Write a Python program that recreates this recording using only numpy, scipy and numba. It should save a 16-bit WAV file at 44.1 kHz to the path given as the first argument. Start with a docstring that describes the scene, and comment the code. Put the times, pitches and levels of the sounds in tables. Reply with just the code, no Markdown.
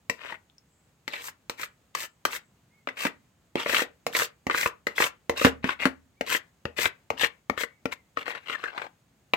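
"""Outdoors, close on a plastic bowl held over a water tank: a metal spoon scrapes out wet feed.
The spoon lands with a tap and drags in a stick-slip rasp; two drops fall and an insect chirrs.
Stroke follows stroke, the edge catching, a far bird whistling now and then. Near 3 s and from 5.4 to
5.9 s the spoon thumps the side and the whole bowl flexes. The late strokes squeak; one tap ends it.
Throughout, the bowl sits left of centre, with a short echo off the tank walls over quiet air."""
import sys
import numpy as np
from scipy import signal
from scipy.fft import rfft, irfft, next_fast_len
from scipy.io import wavfile
from scipy.ndimage import uniform_filter1d
from numba import njit

SR = 44100
rng = np.random.default_rng(int(sys.argv[2]) if len(sys.argv) > 2 else 0)


def wav_out(sig):
    """Save sig, one row per channel (or a flat mono array), as 16-bit PCM at SR to the path in sys.argv[1]."""
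    wavfile.write(sys.argv[1], SR, np.round(np.clip(np.atleast_2d(sig).T, -1, 1) * 32767).astype(np.int16))


N = 412776
TIME = np.arange(N) / SR

# spectrum of the bowl under a dragging or catching edge: f/Hz, level/dB
SCRAPE_SPECTRUM = [(59, -61), (100, -16), (197, -21), (350, -9.5), (452, -9.5), (891, -4.5), (1060, -0.5),
                   (1580, -4), (2040, -1.5), (3400, -8.5), (8280, -10.5), (10200, -26), (12400, -17.5),
                   (16000, -28.5)]


def undb(db):
    """Decibels to amplitude."""
    return 10 ** (np.asarray(db) / 20)


def rms(x):
    """Root mean square, never zero."""
    return np.sqrt(np.mean(x ** 2)) + 1e-12


def decay(t, t60_s):
    """Exponential fade, 60 dB down at t60_s."""
    return np.exp(-np.log(1000) * t / t60_s)


def walk(rate):
    """Random drift with a spread near 1 and `rate` turning points a second."""
    knots = rng.standard_normal(int(N / SR * rate) + 2)
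    return np.interp(TIME * rate, np.arange(len(knots)), knots)


def on_log_axis(hz, points):
    """Read (Hz, value) points at any frequency."""
    at, value = np.transpose(points)
    return np.interp(np.log(hz + 1), np.log(at), value)


def shape(x, response):
    """Filter by a function of frequency."""
    size = 2 * next_fast_len(x.shape[-1])
    hz = np.fft.rfftfreq(size, 1 / SR) + 1e-6
    return irfft(rfft(x, size) * response(hz), size)[..., :x.shape[-1]]


def colour(x, points):
    """Causal filter with the given (Hz, dB) outline, made from its cepstrum."""
    def response(hz):
        cepstrum = irfft(np.log(undb(on_log_axis(hz, points))))
        cepstrum[1:len(hz) - 1] *= 2
        cepstrum[len(hz):] = 0
        return np.exp(rfft(cepstrum))
    return shape(x, response)


def registers(x):
    """Split into thud, knock and tick ranges."""
    edges = [(700, "low"), ([700, 4500], "band"), (4500, "high")]
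    return [signal.sosfilt(signal.butter(3, hz, kind, fs=SR, output="sos"), x) for hz, kind in edges]


@njit
def resonance(x, hz, width):
    """State-variable band-pass whose centre can move; gain 1 at the centre."""
    y, band, low = np.empty(len(x)), 0., 0.
    for i in range(len(x)):
        g, k = np.tan(np.pi * hz[i] / SR), width / hz[i]
        v = (band + g * (x[i] - low)) / (1 + g * (g + k))
        band, low, y[i] = 2 * v - band, low + 2 * g * v, k * v
    return y


def outdoor_air(level_db=-66.5, swell_db=.8, wide_hz=700):
    """Faint rumble and hiss all round, alike on both channels in the bass."""
    # spectrum of the air: f/Hz, level/dB
    spectrum = [(15, -49), (53, -8), (165, -8), (354, -18.5), (2500, -29), (5730, -36), (7710, -32.5),
                (9840, -41), (16000, -39)]
    mid, side = (colour(rng.standard_normal(N), spectrum) for _ in range(2))
    side = shape(side, lambda hz: hz / (hz + wide_hz))
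    return np.array([mid + side, mid - side]) / rms(mid) * undb(level_db + swell_db * walk(19))


def insects(chirr_db=-75, whine_db=-87, start_s=.55, end_s=2.5, pulse_hz=2.3):
    """Faint and centred: one pulsing bout of an insect's chirring, and a thin steady whine."""
    def narrow_noise(hz, width_hz):
        centre = np.full(N, hz)
        x = resonance(resonance(rng.standard_normal(N), centre, width_hz), centre, width_hz)
        return x / rms(x)
    whine = undb(whine_db) * narrow_noise(hz=6600., width_hz=500.)
    bout = uniform_filter1d(1. * (TIME > start_s) * (TIME < end_s), SR // 10)
    pulse = np.sin(np.pi * pulse_hz * (TIME - start_s)) ** 4
    return whine + undb(chirr_db) * bout * pulse * narrow_noise(hz=7700., width_hz=1100.)


def bird(level_db=-66, arch_hz=260, waver=.012, echo_t60_s=.45):
    """Far off the microphone, whistles arch up and down in pitch and blur in their own echo."""
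    # whistles: middle t/s, length/s, top f/Hz
    whistles = [(2.766, 0.14, 2210), (6.185, 0.045, 2310), (7.733, 0.14, 2240), (7.989, 0.08, 2120)]
    song, unsteady = 0, 1 + waver * walk(120)
    for s, length, hz in whistles:
        along = np.clip(2 * (TIME - s) / length, -1, 1)
        pitch = (hz - arch_hz * along ** 2) * unsteady
        song = song + np.cos(np.pi / 2 * along) * np.sin(2 * np.pi * np.cumsum(pitch) / SR)
    tail = rng.standard_normal((2, SR // 2)) * decay(TIME[:SR // 2], echo_t60_s)
    echo = signal.fftconvolve(song[None], tail / np.linalg.norm(tail), axes=1)[:, :N]
    return undb(level_db) * (song + echo)


def tank_echo(x, build_s=.0011):
    """The tank walls throw back a diffuse tail that lasts longest in the bass."""
    # bands of the echo: f/Hz, t60/s, level/dB
    bands = [(100, 0.9, -23), (400, 0.22, -10.5), (1500, 0.2, -12), (4000, 0.13, -10), (14000, 0.059, -5.5)]
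    t = TIME[:SR // 2]
    noise = rng.standard_normal((2, len(t)))
    centres, tail = [row[0] for row in bands], 0
    for (_, t60, db), weights in zip(bands, np.eye(len(bands))):
        fade = decay(t, t60) * (1 - np.exp(-t / build_s))
        band = shape(noise, lambda hz: on_log_axis(hz, list(zip(centres, weights))))
        tail = tail + undb(db) * band * fade / np.linalg.norm(fade)
    return signal.fftconvolve(x, tail, axes=1)[:, :N]


def over_tank(x, bass_hz=140, dryness=.83, lag_s=.00028, max_phase_rad=1.5):
    """The bowl, held over the tank, reaches the microphone's left port louder but a little later."""
    # where the bowl is held: t/s, left minus right/dB, bass level/dB
    positions = [(0, 5, -10), (2.2, 2, -1.5), (3.049, 3.5, -18.5), (3.7, 2, -2), (5.452, 2.5, 1),
                 (5.9, 5.5, -4.5), (6.701, 7, 6.5), (7.85, 9, 2.5), (8.299, 6, -1), (9.3, 6.5, -15)]
    # the bowl beams its middle range to the left: f/Hz, extra left minus right/dB
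    beam = [(100, -8), (260, -7.5), (500, -2), (1000, 1), (2000, 3.5), (4000, 0), (10000, -1.5)]
    sides = np.array([[.5], [-.5]])
    s, *columns = np.transpose(positions)
    pan_db, bass_db = (np.interp(TIME, s, column) for column in columns)
    bass = shape(x, lambda hz: 1 / (1 + (hz / bass_hz) ** 4))
    x = x + (undb(bass_db) - 1) * bass

    def port_lag(hz):
        phase = max_phase_rad * np.tanh(2 * np.pi * hz * lag_s / max_phase_rad)
        return np.exp(-1j * sides * phase)
    echo = tank_echo(x * undb(-dryness * (pan_db - pan_db.mean())))  # drier nearer the left port
    heard = shape(x, port_lag) + echo
    return shape(heard, lambda hz: undb(sides * on_log_axis(hz, beam))) * undb(sides * pan_db)


def add(out, s, x, scatter_db=-2, scatter_s=.0031, scatter_hz=700):
    """Place one sound at time s; each spot scatters to the two channels in its own way."""
    t = TIME[:SR // 50]
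    paths = rng.standard_normal(len(t)) * np.exp(-t / scatter_s)
    paths = signal.lfilter(*signal.butter(2, scatter_hz, "high", fs=SR), paths / np.linalg.norm(paths))
    side = undb(scatter_db) * signal.fftconvolve(x, paths)[:len(x)]
    start = int(s * SR)
    out[:, start:start + len(x)] += np.array([x + side, x - side])[:, :N - start]


def drips(t60_s=.0083, glide=3):
    """Each drop into the tank traps a tiny bubble that rings and rises in pitch."""
    # drops: t/s, starting f/Hz, level/dB
    drops = [(0.499, 3400, -49), (0.582, 5300, -42.5)]
    out, t = np.zeros((2, N)), TIME[:SR // 20]
    for s, hz, db in drops:
        add(out, s, undb(db) * np.sin(2 * np.pi * hz * t * (1 + glide * t)) * decay(t, t60_s))
    return out


def squeaks(waver=.032):
    """For a moment the slips fall into step and the edge sings on the wet plastic."""
    # squeaks: start t/s, length/s, f/Hz, level/dB
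    notes = [(8.542, 0.023, 1760, -30), (8.652, 0.02, 1620, -27), (8.675, 0.021, 1630, -40)]
    out, unsteady = np.zeros((2, N)), 1 + waver * walk(400)
    for s, length, hz, db in notes:
        on = np.arange(int(s * SR), int((s + length) * SR))
        tone = np.sin(2 * np.pi * np.cumsum(hz * unsteady[on]) / SR)
        add(out, s, undb(db) * np.hanning(len(on)) * tone)
    return out


def bowl(spectrum):
    """The bowl's answer to one push: a dense, dead wall plus a few modes that ring on."""
    # modes: f/Hz, t60/s, level over the dense modes around them/dB
    modes = [(78, 0.56, 3), (215, 0.093, 2.5), (266.4, 0.087, 6.5), (467.4, 0.054, 8), (568, 0.065, 0.5)]

    def response(hz):
        return 1 + sum(undb(db) / (1 + 1j * (hz / f - f / hz) * f * t60 * np.pi / np.log(1000))
                       for f, t60, db in modes)
    return shape(colour(signal.unit_impulse(SR // 3), spectrum), response)


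def blows(rows, spectrum, chatter, chatter_s, skid_db, thud_db, knock_db, tick_db, ring_db,
          reach=10, skid_s=.035, ring_t60_s=.007):
    """Each blow is a push, a brief chatter of the edge and a faint skid; the touched spot rings."""
    out, body = np.zeros((2, N)), bowl(spectrum)
    t = TIME[:len(body)]
    attack = slice(SR // 50)
    usual_knock = np.median([row[1] for row in rows])
    rattle_fade = np.exp(-t / chatter_s) + undb(skid_db) * np.exp(-t / skid_s)
    for s, knock, thud, tick, ring_hz in rows:
        rattle = rng.standard_normal(len(t)) * rattle_fade
        force = signal.unit_impulse(len(t)) + chatter * rattle / np.linalg.norm(rattle)
        low, mid, high = registers(signal.fftconvolve(force, body)[:len(t)])
        # a soft contact carries little above `reach` times the pitch of its spot
        mid = signal.lfilter(*signal.butter(2, min(reach * ring_hz, SR / 3), fs=SR), mid)
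        ring = np.sin(2 * np.pi * ring_hz * t) * decay(t, ring_t60_s)
        spot = signal.fftconvolve(force, ring)[:len(t)]
        # stiffer, higher spots ring less; harder blows ring more
        spot_db = ring_db - 8.5 * np.log2(ring_hz / 1500) + .32 * (knock - usual_knock)
        parts = [(low, thud + thud_db), (mid, knock + knock_db),
                 (spot, knock + knock_db + spot_db), (high, tick + tick_db)]
        add(out, s, sum(x * undb(db) / rms(x[attack]) for x, db in parts))
    return out


def taps():
    """The spoon lands: a knock, a thud of the wall and a tick of the edge."""
    # landings: t/s, relative knock/dB, thud/dB, tick/dB, ring f/Hz
    landings = [(0.098, -13, -32, -26, 1040), (1.079, -21, -42.5, -33.5, 1930),
                (1.497, -21, -38, -30, 1310), (1.95, -17, -45.5, -29, 1890), (2.252, -10.5, -31, -22, 1475),
                (2.873, -18.5, -35, -47.5, 1250), (3.556, -17, -25.5, -38.5, 880),
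                (3.661, -17.5, -30.5, -52.5, 2070), (4.066, -17.5, -27, -29, 2180),
                (4.468, -18.5, -27.5, -36.5, 2070), (4.869, -15.5, -30.5, -32.5, 1890),
                (5.296, -15, -22.5, -30, 2024), (6.21, -16, -32.5, -37.5, 843),
                (6.654, -20.5, -31, -44, 1410), (7.103, -15, -26.5, -37.5, 1400),
                (7.498, -14.5, -26, -37.5, 1295), (7.856, -18.5, -27, -40, 1348),
                (8.172, -17, -35, -46, 1327), (9.336, -8.5, -53, -30, 905)]
    # spectrum of a tap: f/Hz, level/dB
    spectrum = [(29, -32.5), (50, -15), (600, -5.5), (1300, 2), (1620, -8), (1870, 1.5), (2810, -6),
                (3410, -15), (8340, -29.5), (9870, -37.5), (13800, -30.5), (16000, -41)]
    return blows(landings, spectrum, chatter=1.2, chatter_s=.0025, skid_db=-22.5,
                 thud_db=-1.5, knock_db=-15.5, tick_db=-8, ring_db=-6.5)


def thumps():
    """The spoon runs into the side and the whole bowl flexes."""
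    # hits on the side: t/s, relative knock/dB, thud/dB, tick/dB, ring f/Hz
    hits = [(3.052, -15.5, -26.5, -41, 1977), (5.448, -4.5, -12.5, -30, 1570),
            (5.643, -17.5, -30, -49.5, 483), (5.855, -11, -18, -35.5, 1475)]
    # spectrum of a thump: f/Hz, level/dB
    spectrum = [(24, -51), (40, -12.5), (133, -1), (262, 2), (372, -6), (751, -17), (1020, -17.5),
                (1550, -14.5), (2440, -20), (3500, -28), (16000, -48)]
    return blows(hits, spectrum, chatter=.82, chatter_s=.011, skid_db=-21.5,
                 thud_db=-1.5, knock_db=-12.5, tick_db=-1, ring_db=-9.5)


def catches():
    """The edge catches hard and lets go; its faint tick follows the level of the knock."""
    # releases: t/s, relative knock/dB, thud/dB, ring f/Hz
    releases = [(0.249, -28.5, -43.5, 1010), (0.323, -25, -61, 990), (1.135, -21, -45, 1900),
                (1.283, -28.5, -68, 2040), (1.596, -27.5, -61, 1320), (1.632, -20.5, -53, 1790),
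                (2.331, -23, -61, 1870), (2.888, -22, -48, 1860), (3.067, -17.5, -32.5, 2040),
                (3.694, -16.5, -29, 1780), (3.733, -21, -27, 1960), (3.746, -10.5, -36, 2170),
                (3.767, -10, -50.5, 2580), (3.794, -17, -40, 1950), (3.82, -20, -25, 1490),
                (4.15, -11, -29.5, 2070), (4.22, -14.5, -27.5, 2120), (4.498, -14.5, -38, 1240),
                (4.51, -15.5, -42, 2080), (4.546, -15.5, -37.5, 1220), (4.631, -18.5, -37.5, 2000),
                (4.66, -13, -30.5, 1173), (4.981, -13, -32, 2060), (5.003, -13.5, -29.5, 1100),
                (5.022, -11, -31, 2210), (5.04, -14, -44, 2730), (5.414, -16.5, -25, 1340),
                (5.467, -14.5, -17, 1780), (5.691, -14, -42.5, 1430), (5.704, -20.5, -49.5, 2030),
                (6.323, -17, -38.5, 2130), (6.349, -14.5, -32, 1880), (6.788, -17.5, -28.5, 2040),
                (6.856, -9.5, -26.5, 2050), (7.234, -16.5, -26.5, 2210), (7.245, -13.5, -36, 2230),
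                (7.577, -20, -39.5, 1320), (7.609, -26, -38.5, 2490), (7.635, -20.5, -33, 2010),
                (8.28, -22, -33, 1340), (8.35, -26.5, -56, 1740), (8.498, -20, -62, 1420),
                (8.552, -24, -45, 1710), (8.639, -19.5, -39, 1480), (8.778, -20, -63, 1360),
                (8.819, -24.5, -48, 1750)]
    rows = [(s, knock, thud, knock, hz) for s, knock, thud, hz in releases]
    return blows(rows, SCRAPE_SPECTRUM, chatter=1.7, chatter_s=.004, skid_db=-25,
                 thud_db=-5.5, knock_db=-18, tick_db=-36.5, ring_db=1, reach=1.8)


def wet_ticks(centre_hz, per_s=110, spread_db=8, t60_s=.007, below_octaves=.65):
    """Crumbs of wet feed give way under the edge, each ticking at a pitch near the touched spot's."""
    t = TIME[:SR // 100]
    out = np.zeros(len(centre_hz) + len(t))
    count = max(int(per_s * len(centre_hz) / SR), 2)
    for k, (late, size, pitch) in enumerate(rng.random((count, 3))):
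        at = int((k + late) / count * len(centre_hz))
        hz = centre_hz[at] * 2 ** (pitch - below_octaves)
        out[at:at + len(t)] += undb(spread_db * size) * np.sin(2 * np.pi * hz * t) * decay(t, t60_s)
    return out[:len(centre_hz)]


def slips(per_s, scatter_db):
    """Stick-slip: releases at uneven gaps, each of its own size."""
    chance = rng.random((int(per_s * N / SR), 2))
    gaps = .25 - np.log(1 - chance[:, 0])
    at = (np.cumsum(gaps) / gaps.sum() * (N - 1)).astype(int)
    size = undb(scatter_db * np.minimum(-np.log(1 - chance[:, 1]), 4))
    return np.bincount(at, size * rng.choice([-1, 1], len(at)), N)


def friction(grit_db=-8, judder_db=4.5, snag_s=.0018, snag_db=-1, low_db=-2, smooth_db=-.5):
    """Slips, fine grit and small snags drive the bowl; returns the wall's rasp and the edge's hiss."""
    coarse, grit = slips(per_s=330, scatter_db=1.5), slips(per_s=3000, scatter_db=1)
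    force = (coarse / rms(coarse) + undb(grit_db) * grit / rms(grit)) * undb(judder_db * walk(130))
    force = force / rms(force)
    # a snag lets go in a short burst of chatter
    releases = abs(slips(per_s=85, scatter_db=-2.5))
    snags = signal.lfilter([1], [1, -np.exp(-1 / (snag_s * SR))], releases) * rng.standard_normal(N)
    low, mid, high = registers(bowl(SCRAPE_SPECTRUM))
    wall_response = (undb(low_db) * low + mid) / np.linalg.norm(mid)
    wall = signal.fftconvolve(force + undb(snag_db) * snags / rms(snags), wall_response)
    # the hiss comes from all along the edge, so it differs at the two microphone ports
    edge_force = force + undb(smooth_db) * rng.standard_normal((2, N))
    return wall, signal.fftconvolve(edge_force, high[None], axes=1)


def scrape(wall_db=-6, spot_db=-8, upper_db=-10, crumbs_db=-6, hiss_db=-2,
           spot_hz=2010, upper_ratio=1.55, width_hz=650., sink=.3, bright_hz=7000, sizzle_hz=10500,
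           rasp_swell_db=14.5, hiss_swell_db=24.5, ease_db=11, touch_s=.017):
    """Close up, the spoon drags along the wall; the touched spot's two resonances sink as it goes."""
    # strokes: start t/s, end t/s, relative rasp/dB, hiss of the edge/dB
    strokes = [(0.17, 0.368, -40, -58.5), (1.067, 1.24, -41, -52), (1.196, 1.309, -46.5, -42.5),
               (1.567, 1.67, -42.5, -42.5), (1.939, 2.072, -40, -39.5), (2.291, 2.385, -38, -38.5),
               (2.956, 3.094, -34, -39), (3.551, 3.656, -30, -46), (3.635, 3.847, -30, -34),
               (4.113, 4.267, -29.5, -30.5), (4.505, 4.695, -32, -34.5), (4.949, 5.091, -30, -32),
               (5.35, 5.504, -29, -34), (5.622, 5.749, -33, -50), (5.786, 5.86, -28, -44.5),
               (6.254, 6.389, -29.5, -33), (6.758, 6.888, -30, -32.5), (7.168, 7.281, -27.5, -36),
               (7.564, 7.656, -35.5, -38.5), (7.91, 7.943, -30.5, -40), (8.154, 8.243, -37, -55.5),
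               (8.245, 8.335, -32.5, -49.5), (8.306, 8.399, -37.5, -62.5), (8.349, 8.499, -56, -72.5),
               (8.451, 8.565, -34, -52), (8.534, 8.723, -39, -61.5), (8.705, 8.884, -34, -61.5)]
    hardest = .56  # share of the stroke at which the hand presses most
    wall, edge = friction()
    sizzle = shape(edge, lambda hz: 1 / (1 + (sizzle_hz / hz) ** 8))
    drift, out = .2 * walk(70), np.zeros((2, N))
    for start, end, rasp, hiss in strokes:
        on = np.arange(int(start * SR), int(end * SR))
        t = TIME[on]
        travel = (t - start) / (end - start)
        slack = np.interp(travel, [0, hardest], [1, 0]) ** 2
        ease = np.interp(travel, [hardest, 1], [0, 1]) ** 2
        touch = np.clip(np.minimum(t - start, end - t) / touch_s, 0, 1) * undb(-ease_db * ease)
        bare_db = hiss - rasp  # low where wet feed cushions the edge
        centre = spot_hz * 2 ** (-.03 * bare_db) * np.exp(drift[on] - sink * (travel - hardest))
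        spot, upper = (resonance(wall[on], hz, width_hz) for hz in (centre, upper_ratio * centre))
        parts = (wall[on], wall_db), (spot, spot_db), (upper, upper_db), (wet_ticks(centre), crumbs_db)
        body = sum(undb(db) * x / rms(x) for x, db in parts)
        # a cushioned edge gives a dull rasp
        corner_hz = min(bright_hz * undb(bare_db / 2), SR / 3)
        body = signal.lfilter(*signal.butter(2, corner_hz, fs=SR), body)
        add(out, start, touch * body * undb(rasp - rasp_swell_db * slack))
        # a bare edge sizzles in the top octave
        fizz = edge[:, on] + (undb(8.5 + .26 * bare_db) - 1) * sizzle[:, on]
        out[:, on] += touch * fizz / rms(edge[:, on]) * undb(hiss + hiss_db - hiss_swell_db * slack)
    return out


def scene():
    """Spoon, bowl and drips close up over the tank; air, bird and insects behind."""
    close = taps() + thumps() + catches() + scrape() + squeaks() + drips()
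    return over_tank(close) + outdoor_air() + bird() + insects()


def record(dry, rumble_hz=55, top_hz=16100):
    """The small microphone loses the deepest bass and rounds the peaks; the recorder cuts the top."""
    heard = signal.sosfilt(signal.butter(2, rumble_hz, "high", fs=SR, output="sos"), dry)
    heard = heard / (1 + heard ** 4) ** .25
    return signal.sosfilt(signal.ellip(8, .2, 70, top_hz, fs=SR, output="sos"), heard)


dry = scene()
out = record(dry)
wav_out(out)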